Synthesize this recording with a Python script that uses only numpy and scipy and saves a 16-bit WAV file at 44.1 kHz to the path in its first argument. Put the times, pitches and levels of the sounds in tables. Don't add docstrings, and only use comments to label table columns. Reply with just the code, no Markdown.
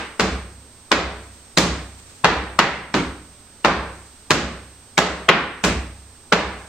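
import sys
import numpy as np
from scipy import signal
from scipy.fft import rfft, irfft, next_fast_len
from scipy.io import wavfile
from scipy.ndimage import uniform_filter1d

SR = 44100
rng = np.random.default_rng(int(sys.argv[2]) if len(sys.argv) > 2 else 0)


def to_wav(sig):
    pcm = np.clip(np.atleast_2d(sig), -1, 1) * 32767
    pcm = np.round(pcm).astype(np.int16)
    wavfile.write(sys.argv[1], SR, pcm.T)


N = 294788
SIZE = 36864
HZ = np.fft.rfftfreq(SIZE, 1 / SR)
T = np.arange(SIZE) / SR

# frequency in Hz, relative level in dB.
HISS_TONE = [(20, -2), (60, -3.5), (100, 1.5), (170, -10.5), (240, -1.5), (300, -7), (700, -11.5),
             (1200, -13), (2200, -18), (4500, -17.5), (7800, -20), (9500, -27), (15500, -33.5)]
# frequency in Hz, side against mid in dB.
STEREO_WIDTH = [(60, -20), (150, -23), (350, -19.5), (700, -12), (1400, -8), (2800, -3), (5600, -1),
                (12000, 0)]
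# start in seconds, length in seconds, level in dB.
SLEEVE_SWISHES = [(1.001, 0.64, -53), (1.649, 0.99, -50.5), (3.701, .6, -55), (6.3, 0.65, -53.5)]
# frequency in Hz, relative level in dB.
CLOTH_TONE = [(500, -2), (1500, -2), (3000, -3), (6000, -3), (8000, 1), (10000, -14), (15500, -21)]
# frequency in Hz, seconds to fade by 60 dB.
REVERB_DECAY = [(120, 0.62), (260, 0.5), (700, 0.52), (1800, 0.55), (4800, 0.47), (8000, 0.4),
                (14000, 0.17)]
# frequency in Hz, relative level in dB.
REVERB_TONE = [(150, 6.5), (400, 7.5), (1000, 0.5), (2500, 2.5), (6000, -1), (12000, 5.5)]
# delay in seconds, level against the direct sound in dB.
EARLY_ECHOES = [(.0011, 2), (.003, -10.5), (.0062, -2), (.0088, 0), (0.0112, -1), (0.0147, -18)]
# pitch in Hz, relative level in dB,
# seconds to fade by 60 dB, delay in seconds, swell time in seconds.
BOOM_NOTES = [(61, -18, .3, .02, .05), (66, -19.5, .42, .118, .04), (58, -34, .5, .15, .05),
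              (96.5, -34.5, 1.2, .01, .03), (67.5, -39, 1.1, .2, .12), (80, -32, .5, .01, .03),
              (35, -45, .6, .01, .04)]
# pitch in Hz, width in Hz, boost under a fully flat sole in dB.
BOARD_RINGS = [(176.6, 28, 9), (194.4, 13, 4.5), (319, 21, 8), (423, 50, 8), (574, 260, 4.5), (815, 170, 5),
               (1200, 72, -1), (1610, 49, 3.5), (2400, 100, 1), (3730, 300, 1.5)]
# frequency in Hz, relative level in dB.
BLOW_TONE = [(60, -25.5), (118, -15), (160, -5.5), (240, -7.5), (450, -8.5), (700, -7.5), (1100, -2.5),
             (2100, -8.5), (3100, -13.5), (4300, -15.5), (7300, -24.5), (9800, -45), (15500, -59)]
# time in seconds, force in dB, body weight behind it in dB, flatness of the sole from 0 to 1,
# click of the hard edge in dB, pitch of the struck spot in Hz, boost of that pitch in dB.
DANCE_STEPS = [(-0.152, 2, -12.5, 0.6, -1.5, 2220, 1), (0.1972, -4.5, 8, 0.57, 7, 880, -1),
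               (0.9172, 3, 0, .65, 0.5, 620, 1.5), (1.5747, -1, 5.5, 0.19, 16, 4060, 2.5),
               (2.245, 5, -1, 0.7, -6, 1700, 1), (2.5904, 7, -12.5, 0, -5, 2000, 2.5),
               (2.9414, -6.5, 2.5, 0.12, 2, 292, 9.5), (3.6482, 2.5, -0.5, 0.6, -5.5, 1100, 3.5),
               (4.307, 1.5, 1, 0.07, 9.8, 540, 3.5), (4.979, 1.3, -4.5, 0.56, 5.5, 605, 5),
               (5.2890, 9.5, -14.5, 0.2, -14.5, 2960, 4.5), (5.6392, -8, 12, 0.42, 15.5, 2500, 4),
               (6.3247, 2.5, -2.5, 0.75, -2, 1220, 0.5)]


def amp(db):
    return 10 ** (np.asarray(db) / 20)


def read(points, hz):
    row_hz, value = np.transpose(points)
    return np.interp(np.log(hz + 1), np.log(row_hz + 1), value)


def unit(x):
    return x / np.linalg.norm(x, axis=-1, keepdims=True)


def add(mix, start_s, sound):
    start = round(start_s * SR)
    sound = sound[:, max(-start, 0):]
    part = mix[:, max(start, 0):][:, :sound.shape[1]]
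    part += sound[:, :part.shape[1]]


def ringing_filter(db):
    log_gain = np.log(amp(db))
    mirrored = np.r_[log_gain, log_gain[-2:0:-1]]
    phase = -signal.hilbert(mirrored).imag[:len(db)]
    return np.exp(log_gain + 1j * phase)


def bump(hz, width):
    return 1 / (1 + (2 * (HZ - hz) / width) ** 2)


def left_right(mid_side):
    mid, side = mid_side
    return np.array([mid + side, mid - side])


def hiss(level_db=-50):
    size = next_fast_len(N, True)
    hz = np.fft.rfftfreq(size, 1 / SR)
    spectrum = rfft(rng.standard_normal((2, size))) * amp(read(HISS_TONE, hz))
    spectrum[1] *= amp(read(STEREO_WIDTH, hz))
    air = irfft(spectrum, size)[:, :N]
    return amp(level_db) * left_right(air / air[0].std())


def whine(hz=8265, flips_per_s=29.97, sharpness=12, left_db=-71, right_db=-47.5):
    t = np.arange(N) / SR
    flips = np.tanh(sharpness * np.sin(np.pi * (flips_per_s * t + rng.random())))
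    return np.sqrt(2) * amp([[left_db], [right_db]]) * flips * np.sin(2 * np.pi * hz * t)


def sleeves(grain=0.26, grain_s=0.015):
    out = np.zeros((2, N))
    for start, length, db in SLEEVE_SWISHES:
        size = round(length * SR)
        samples = np.arange(size)
        tone = amp(read(CLOTH_TONE, np.fft.rfftfreq(size, 1 / SR)))
        rub = irfft(rfft(rng.standard_normal((2, size))) * tone, size)
        catches = np.interp(samples / SR / grain_s, samples, rng.standard_normal(size))
        swing = np.sin(np.pi * samples / size)
        add(out, start, amp(db) * rub / rub.std() * np.exp(grain * catches) * swing)
    return out


def reverb(onset_s=0.0033, build_s=0.0012):
    hz, t, bands = signal.stft(rng.standard_normal((2, SIZE)), SR, nperseg=256)
    decay_s = read(REVERB_DECAY, hz)[:, None]
    bands = bands * amp(read(REVERB_TONE, hz)[:, None] - 60 * t / decay_s)
    bands *= np.sqrt(2 * np.log(1000) / (decay_s * SR))
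    tail = signal.istft(bands, SR, nperseg=256)[1][:, :SIZE]
    return tail * np.clip((T - onset_s) / build_s, 0, 1)


def first_arrivals(side_db=-1, smear_s=0.0009):
    smear = np.exp(-T[:256] / smear_s)
    out = np.zeros((2, SIZE))
    out[0, 0] = out[1, 2] = 1
    for delay, db in EARLY_ECHOES:
        add(out, delay, amp(db) * unit(rng.standard_normal((2, len(smear))) * smear))
    return unit(out) * amp([[0], [side_db]])


def boom():
    out = np.zeros(SIZE)
    for hz, db, decay_s, onset_s, swell_s in BOOM_NOTES:
        age = np.maximum(T - onset_s, 0)
        loudness = amp(db - 60 * age / decay_s) * np.minimum(age / swell_s, 1)
        out += loudness * np.sin(2 * np.pi * hz * age)
    return out


def faint_rings(depth_db=0.46, spacing_hz=150):
    heights = rng.standard_normal(2048)
    ripple = np.interp(HZ / spacing_hz, np.arange(len(heights)), heights)
    return depth_db * ripple * HZ / (HZ + 500)


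def shoe_tone(weight_db, flat, click_db, thud_hz=340, click_hz=5100):
    thud_per_weight, heel_db, flat_db = 0.77, 7.5, -7.5
    thud_db = thud_per_weight * weight_db + (1 - flat) * heel_db + flat * flat_db
    lows = 1 / (1 + (HZ / thud_hz) ** 2)
    highs = 1 - 1 / (1 + (HZ / click_hz) ** 3)
    return thud_db * lows + click_db * highs


def contact(lead_s, rise_s=0.00075, fall_s=0.0013, forerunner_db=-21):
    t = T[:1024]
    hit = np.exp(np.minimum((t - lead_s) / rise_s, (lead_s - t) / fall_s))
    forerunner = amp(forerunner_db) * np.minimum(2 * t / lead_s, 1) * (t < lead_s)
    shape = np.maximum(hit, forerunner)
    burst = shape * rng.standard_normal(len(shape))
    for _ in range(4):
        burst = irfft(np.exp(1j * np.angle(rfft(burst))))
        burst *= shape / np.sqrt(abs(uniform_filter1d(burst ** 2, size=48)) + 1e-12)
    return rfft(unit(burst), SIZE)


def landing(lead_s, slap_gain, sole_db=-7, sole_delay_s=0.0098, sole_hz=1800):
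    delay = np.exp(-2j * np.pi * HZ * sole_delay_s)
    bass_cut = 1j * HZ / (sole_hz + 1j * HZ)
    slap = contact(lead_s) * delay * bass_cut
    return contact(lead_s) + slap_gain * amp(sole_db) * slap


def stamps(blow_db=17.0, ring_width=0.28, reverb_db=1.54, roll_per_weight=0.25, lead_s=0.0065):
    blow = read(BLOW_TONE, HZ)
    blow += blow_db - 10 * np.log10(np.mean(amp(blow) ** 2))
    boards = sum(db * bump(hz, width) for hz, width, db in BOARD_RINGS)
    fade_out = signal.windows.tukey(2 * SIZE, 0.2)[SIZE:]
    room_boom = boom()
    out = np.zeros((2, N))
    for time_s, force_db, weight_db, flat, click_db, ring_hz, ring_db in DANCE_STEPS:
        tone_db = blow + flat * boards + ring_db * bump(ring_hz, ring_width * ring_hz)
        tone_db += shoe_tone(weight_db, flat, click_db) + faint_rings()
        room = rfft(first_arrivals() + amp(reverb_db) * reverb())
        room[1] *= amp(read(STEREO_WIDTH, HZ))
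        slap_gain = flat * amp(roll_per_weight * weight_db)
        sound = irfft(landing(lead_s, slap_gain) * ringing_filter(tone_db) * room)
        sound[0] += amp(weight_db) * room_boom
        add(out, time_s - lead_s, amp(force_db) * fade_out * left_right(sound))
    return out


def scene(balance_db=0.45):
    return (stamps() + sleeves() + hiss()) * amp([[-balance_db], [balance_db]]) + whine()


def record(dry, threshold_db=-3, recovery_db_per_s=34, attack_s=0.0058, depth=0.77, top_hz=16000):
    peak_db = 20 * np.log10(abs(dry).max(0) + 1e-9)
    fall_db = np.arange(N) * recovery_db_per_s / SR
    held_db = np.maximum.accumulate(peak_db + fall_db) - fall_db
    over_db = np.maximum(held_db - threshold_db, 0)
    smoothing = np.exp(-1 / (attack_s * SR))
    cut_db = depth * signal.lfilter([1 - smoothing], [1, -smoothing], over_db)
    limited = np.clip(dry / amp(cut_db), -1, 1)
    low_pass = signal.firwin(255, top_hz, window=("kaiser", 8), fs=SR)
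    return signal.oaconvolve(limited, low_pass[None], "same")


dry = scene()
out = record(dry)
to_wav(out)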